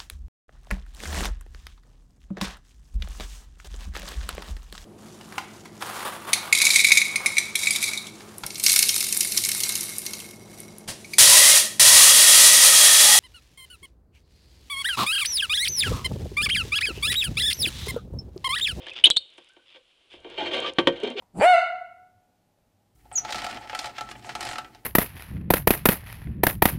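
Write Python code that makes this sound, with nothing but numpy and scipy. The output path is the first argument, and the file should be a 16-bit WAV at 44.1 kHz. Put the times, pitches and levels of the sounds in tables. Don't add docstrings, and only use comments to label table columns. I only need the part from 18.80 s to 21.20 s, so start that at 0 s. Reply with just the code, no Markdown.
import sys
import numpy as np
from scipy import signal
from scipy.fft import rfft, irfft
from scipy.io import wavfile

SR = 44100
rng = np.random.default_rng(int(sys.argv[2]) if len(sys.argv) > 2 else 0)


def to_wav(s):
    ch = np.atleast_2d(s).T
    pcm = np.round(np.clip(ch, -1, 1) * 32767)
    wavfile.write(sys.argv[1], SR, pcm.astype(np.int16))


N = 105840
T = np.arange(N) / SR
FREQUENCIES = np.arange(N // 2 + 1) * SR / N


def from_db(db):
    return 10 ** (np.asarray(db) / 20)


def rms_one(x):
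    return x / np.sqrt(np.mean(x ** 2) + 1e-20)


def at_hz(points, hz):
    f, value = np.transpose(points)
    return np.interp(np.log(hz + 1e-9), np.log(f), value)


def colour(x, spectrum):
    return rms_one(irfft(rfft(x) * from_db(at_hz(spectrum, FREQUENCIES)), N))


def lowpass(x, hz, order=2):
    return signal.sosfilt(signal.butter(order, hz, fs=SR, output="sos"), x + 1e-18)


def highpass(x, hz, order=2):
    return signal.sosfilt(signal.butter(order, hz, "high", fs=SR, output="sos"), x + 1e-18)


def wobble(hz):
    return rms_one(lowpass(rng.standard_normal(N), hz))


def click(start, db):
    return from_db(db) * (np.arange(N) == int(start * SR))


def grains(per_s, spread_db):
    sizes = from_db(spread_db * np.minimum(rng.exponential(1, N), 4)) * rng.choice([-1, 1], N)
    return sizes * (rng.random(N) < per_s / SR)


def envelope(start, length, attack_s, release_s):
    return np.clip((T - start) / attack_s, 0, 1) * np.exp(-np.maximum(T - start - length, 0) / release_s)


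def ring(start, hz, db, t60):
    age = np.maximum(T - start, 0)
    return from_db(db - 60 * age / t60) * np.sin(2 * np.pi * hz * age)


def through(x, response):
    return signal.fftconvolve(x, response)[:N]


def reverb(x, t60, delay_s):
    tail = rng.standard_normal(N) * from_db(-60 * T / t60) * (T > delay_s)
    return through(x, rms_one(tail) / np.sqrt(N))


def room_hiss():
    # f/Hz, relative level/dB
    spectrum = [(30, -2.5), (100, -5), (450, -3), (1800, -6), (3100, 8.5), (4500, -5.5), (6000, -13),
                (10000, -15.5), (12500, -31.5)]
    return from_db(-65.5) * colour(rng.standard_normal(N), spectrum)


def rumble():
    # t/s, level/dB
    loudness = [(0, -66), (.35, -70), (.5, -90.5), (1.31, -85), (1.34, -65), (1.93, -68.5), (2.1, -54.5),
                (2.4, -88)]
    # f/Hz, relative level/dB
    spectrum = [(25, -10.5), (55, -4), (100, -7), (400, -37.5), (4000, -100)]
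    return from_db(np.interp(T, *np.transpose(loudness))) * colour(rng.standard_normal(N), spectrum)


def scratches():
    # middle t/s, half length/s, level/dB
    strokes = [(0.54, 0.0044, -68), (0.582, 0.007, -60), (0.645, 0.0024, -64.5), (0.691, 0.0038, -62.5),
               (1.745, 0.014, -54), (1.334, 0.034, -73)]
    level = sum(from_db(db) * np.exp(-((T - middle) / width) ** 2) for middle, width, db in strokes)
    return level * gritty(rng.standard_normal(N))


def gritty(x):
    return colour(x, [(1000, -25), (3380, -5), (6760, 0), (10500, -3), (12500, -30)])


def rustles():
    # t/s, length/s, level/dB
    brushes = [(0, 0.08, -50), (0.079, 0.018, -38.5), (0.121, 0.048, -48), (0.156, 0.044, -37.5),
               (0.459, 0.25, -60), (0.848, 0.13, -56), (1.088, 0.029, -67.5), (1.295, 0.067, -50),
               (1.496, 0.093, -50.5), (1.724, 0.022, -32), (1.855, 0.032, -31), (2.357, 0.12, -35)]
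    # f/Hz, relative level/dB
    spectrum = [(60, -27), (450, -9), (1800, -4.5), (2300, 3.5), (3500, 10), (4100, -9), (5000, -6.5),
                (5600, -15.5), (10000, -37.5), (12500, -56)]
    level = sum(from_db(db) * envelope(start, length, attack_s=0.28 * length, release_s=0.011)
                for start, length, db in brushes)
    return level * colour(grains(per_s=1000, spread_db=1.5), spectrum)


def ticks():
    # t/s, level before filtering/dB
    loud_clicks = [(.3024, 6), (0.3692, -1)]
    # t/s, level before filtering/dB
    thin_ticks = [(.069, -26), (0.102, -29), (.136, -26), (0.335, -27), (.503, -37.5), (.736, -39),
                  (1.338, -38), (1.404, -39.5), (1.501, -31.5), (1.769, -23.5), (1.803, -14.5),
                  (1.9359, -24), (2.2026, -28.5), (2.236, -20), (2.303, -22)]
    loud = sum(click(start, db) for start, db in loud_clicks)
    thin = highpass(sum(click(start, db) for start, db in thin_ticks), 3800)
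    return -lowpass(loud + thin, 9600, order=12)


def wood_response(dense_db):
    # f/Hz, relative level/dB, fade time t60/s
    modes = [(272, -5.5, 0.1), (348, 1.5, 0.21), (478, -8, 0.28), (544, -1.5, 0.16), (702, -12.5, 0.12),
             (918.3, -2.5, .11), (1150, -4.5, .11), (1554, -10, 0.13), (1864.5, -1.5, 0.072),
             (2320, -7, 0.048), (3149, 1.5, 0.12), (3389, -4, 0.063)]
    # f/Hz, relative level/dB
    spectrum = [(40, -11), (150, -7.5), (280, 1.5), (700, 1), (1150, -1.5), (1350, -4.5), (2600, -2),
                (3300, 6.5), (4000, -6.5), (5000, -19.5), (10000, -39.5), (12500, -47.5)]
    # f/Hz, fade time t60/s
    fade_times = [(100, 0.29), (500, 0.13), (3000, 0.063), (10000, 0.079)]
    tones = sum((-1) ** k * ring(0, hz, db + 3.6 * rng.standard_normal(), t60)
                for k, (hz, db, t60) in enumerate(modes))
    noise_spectrum = rfft(colour(rng.standard_normal(N), spectrum))
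    dense = np.zeros(N)
    for low_hz in 20 * 2. ** np.arange(11):
        octave = irfft(noise_spectrum * (FREQUENCIES >= low_hz) * (FREQUENCIES < 2 * low_hz), N)
        dense += octave * from_db(-60 * T / at_hz(fade_times, low_hz * np.sqrt(2)))
    onset = 1 - np.exp(-(T / 0.00035) ** 2)
    return onset * (from_db(-32) * tones + from_db(dense_db) * rms_one(dense) / np.sqrt(N))


def footfalls():
    # t/s, relative level/dB, brightness f/Hz
    taps = [(.066, -7.5, 7970), (0.259, -4.5, 2200), (0.269, -1, 2003), (0.58, -16, 3060),
            (0.765, -21.5, 2040), (0.946, -23, 3970), (0.9589, -17.5, 9100), (1.337, -15.5, 1290),
            (1.446, -10.5, 1790), (1.465, -11.5, 700), (1.577, -7, 2950), (1.62, 1.5, 880),
            (2.233, -5, 4320), (2.394, -1, 3980)]
    return sum(highpass(lowpass(click(start, db), hz, order=1), 0.15 * hz, order=1)
               for start, db, hz in taps)


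def sliding():
    # t/s, relative level/dB
    strength = [(0, -51), (.22, -57.5), (.45, -68.5), (.7, -75), (1.05, -80.5), (1.3, -69.5), (1.35, -59),
                (1.41, -57.5), (1.46, -53.5), (1.555, -44.5), (1.585, -28.5), (1.70, -34.5), (1.745, -28.5),
                (1.775, -33), (1.885, -32), (1.91, -58), (1.96, -51.5), (2.16, -43), (2.21, -38.5),
                (2.26, -33), (2.31, -42), (2.345, -52), (2.4, -26)]
    # f/Hz, relative level/dB
    spectrum = [(180, -3), (345, -5), (460, 6), (900, -1), (1500, 1.5), (3200, 1.5), (5000, 2.5),
                (10000, -1)]
    slips = colour(grains(per_s=1800, spread_db=4), spectrum)
    catching_db = 2.5 * wobble(37)
    return slips * from_db(np.interp(T, *np.transpose(strength)) + catching_db)


def groans():
    # t/s, length/s, f/Hz, level/dB
    judders = [(0, 0.097, 516, -52.5), (0.067, 0.004, 1600, -29), (0.113, 0.0089, 2546, -36),
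               (0.693, 0.11, 1510, -67), (0.951, 0.041, 519, -57.5), (1.453, 0.028, 450, -41.5),
               (1.581, 0.055, 866, -36), (1.821, 0.043, 1187, -33), (2.229, 0.036, 420, -27.5),
               (2.234, 0.081, 250, -37), (2.351, 0.066, 416, -35)]
    sound = np.zeros(N)
    for start, length, hz, db in judders:
        level = from_db(db) * envelope(start, length, attack_s=0.0047, release_s=0.38 * length)
        flutter = 1 + 0.65 * wobble(37)
        pitch_hz = hz * (1 + 0.028 * wobble(80))
        sound += level * flutter * np.sin(2 * np.pi * np.cumsum(pitch_hz) / SR)
    return sound


def knocks():
    # t/s, strike level/dB, rattle level/dB, thump level/dB
    hits = [(1.9847, 12.5, -53.5, -14), (2.0717, 12, -61, -14.5)]
    rattle_t60_s = 0.13
    grit = gritty(grains(per_s=2200, spread_db=4))
    sound = np.zeros(N)
    for start, db, rattle_db, thump_db in hits:
        wood = through(click(start, db), wood_response(dense_db=-1))
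        thump = ring(start, hz=282, db=thump_db, t60=0.025)
        rattle = grit * (T > start) * from_db(rattle_db - 60 * np.abs(T - start) / rattle_t60_s)
        sound += wood + thump + rattle
    return sound


def inside_drawer(x):
    # delay/s, relative level/dB
    walls = [(.0013, -14), (.0029, -14), (.0047, -8.5), (.019, -28.5)]
    echoes = sum(from_db(db) * np.interp(T - delay, T, x) for delay, db in walls)
    return x + echoes + from_db(-18.5) * reverb(x, t60=0.16, delay_s=walls[0][0])


def parrot():
    # t/s, length/s, starting f/Hz, top f/Hz, level/dB, roughness/0-1,
    # second voice f/Hz, its relative level/dB, relative level of the octave above/dB
    chirps = [(0.238, 0.02, 2937, 3704, -8.5, 0.46, 2896, -3, -34),
              (0.264, 0.0093, 3260, 3360, -16.5, 0.6, 3700, -15.5, -26.5),
              (0.307, 0.0046, 3720, 3966, -14, 0.25, 3260, 3.5, -17.5),
              (0.3635, 0.013, 3655, 4308, -17, 0.21, 3536, 2.5, -22)]
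    rise_from, rise_to = 0.23, 0.92
    sound = np.zeros(N)
    for start, length, low_hz, top_hz, db, roughness, second_hz, second_db, octave_db in chirps:
        progress = (T - start) / length
        rise_hz = (top_hz - low_hz) * np.clip((progress - rise_from) / (rise_to - rise_from), 0, 1)
        waver_hz = roughness * 346 * wobble(330)
        phase = 2 * np.pi * np.cumsum(low_hz + waver_hz + rise_hz) / SR
        second_phase = 2 * np.pi * np.cumsum(second_hz + waver_hz + 0.3 * rise_hz) / SR
        whistle = np.sin(phase) + from_db(octave_db) * np.sin(2 * phase)
        second_voice = from_db(second_db) * np.sin(second_phase)
        rasp = roughness * from_db(-26) * rng.standard_normal(N)
        flutter = 1 + roughness * wobble(330)
        level = from_db(db) * envelope(start, length, attack_s=0.001, release_s=0.004)
        sound += level * flutter * (whistle + second_voice + rasp)
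    return inside_drawer(sound)


def microphone(x):
    return lowpass(highpass(x, 120), 11000, order=14)


def scene():
    foreground = parrot() + knocks()
    soft_response = from_db(-5) * wood_response(dense_db=3.5)
    boards = through(footfalls() + sliding(), soft_response)
    near = microphone(foreground + boards + groans() + rustles() + scratches())
    room = from_db(-25) * reverb(near, t60=0.5, delay_s=0.0011)
    return (near + room + ticks() + rumble() + room_hiss())[None]


def record(dry):
    ceiling, cutoff_hz = 0.73, 16400
    rounded = dry / (1 + (dry / ceiling) ** 6) ** (1 / 6)
    return signal.sosfilt(signal.cheby2(12, 70, cutoff_hz, fs=SR, output="sos"), rounded)


dry = scene()
out = record(dry)
to_wav(out)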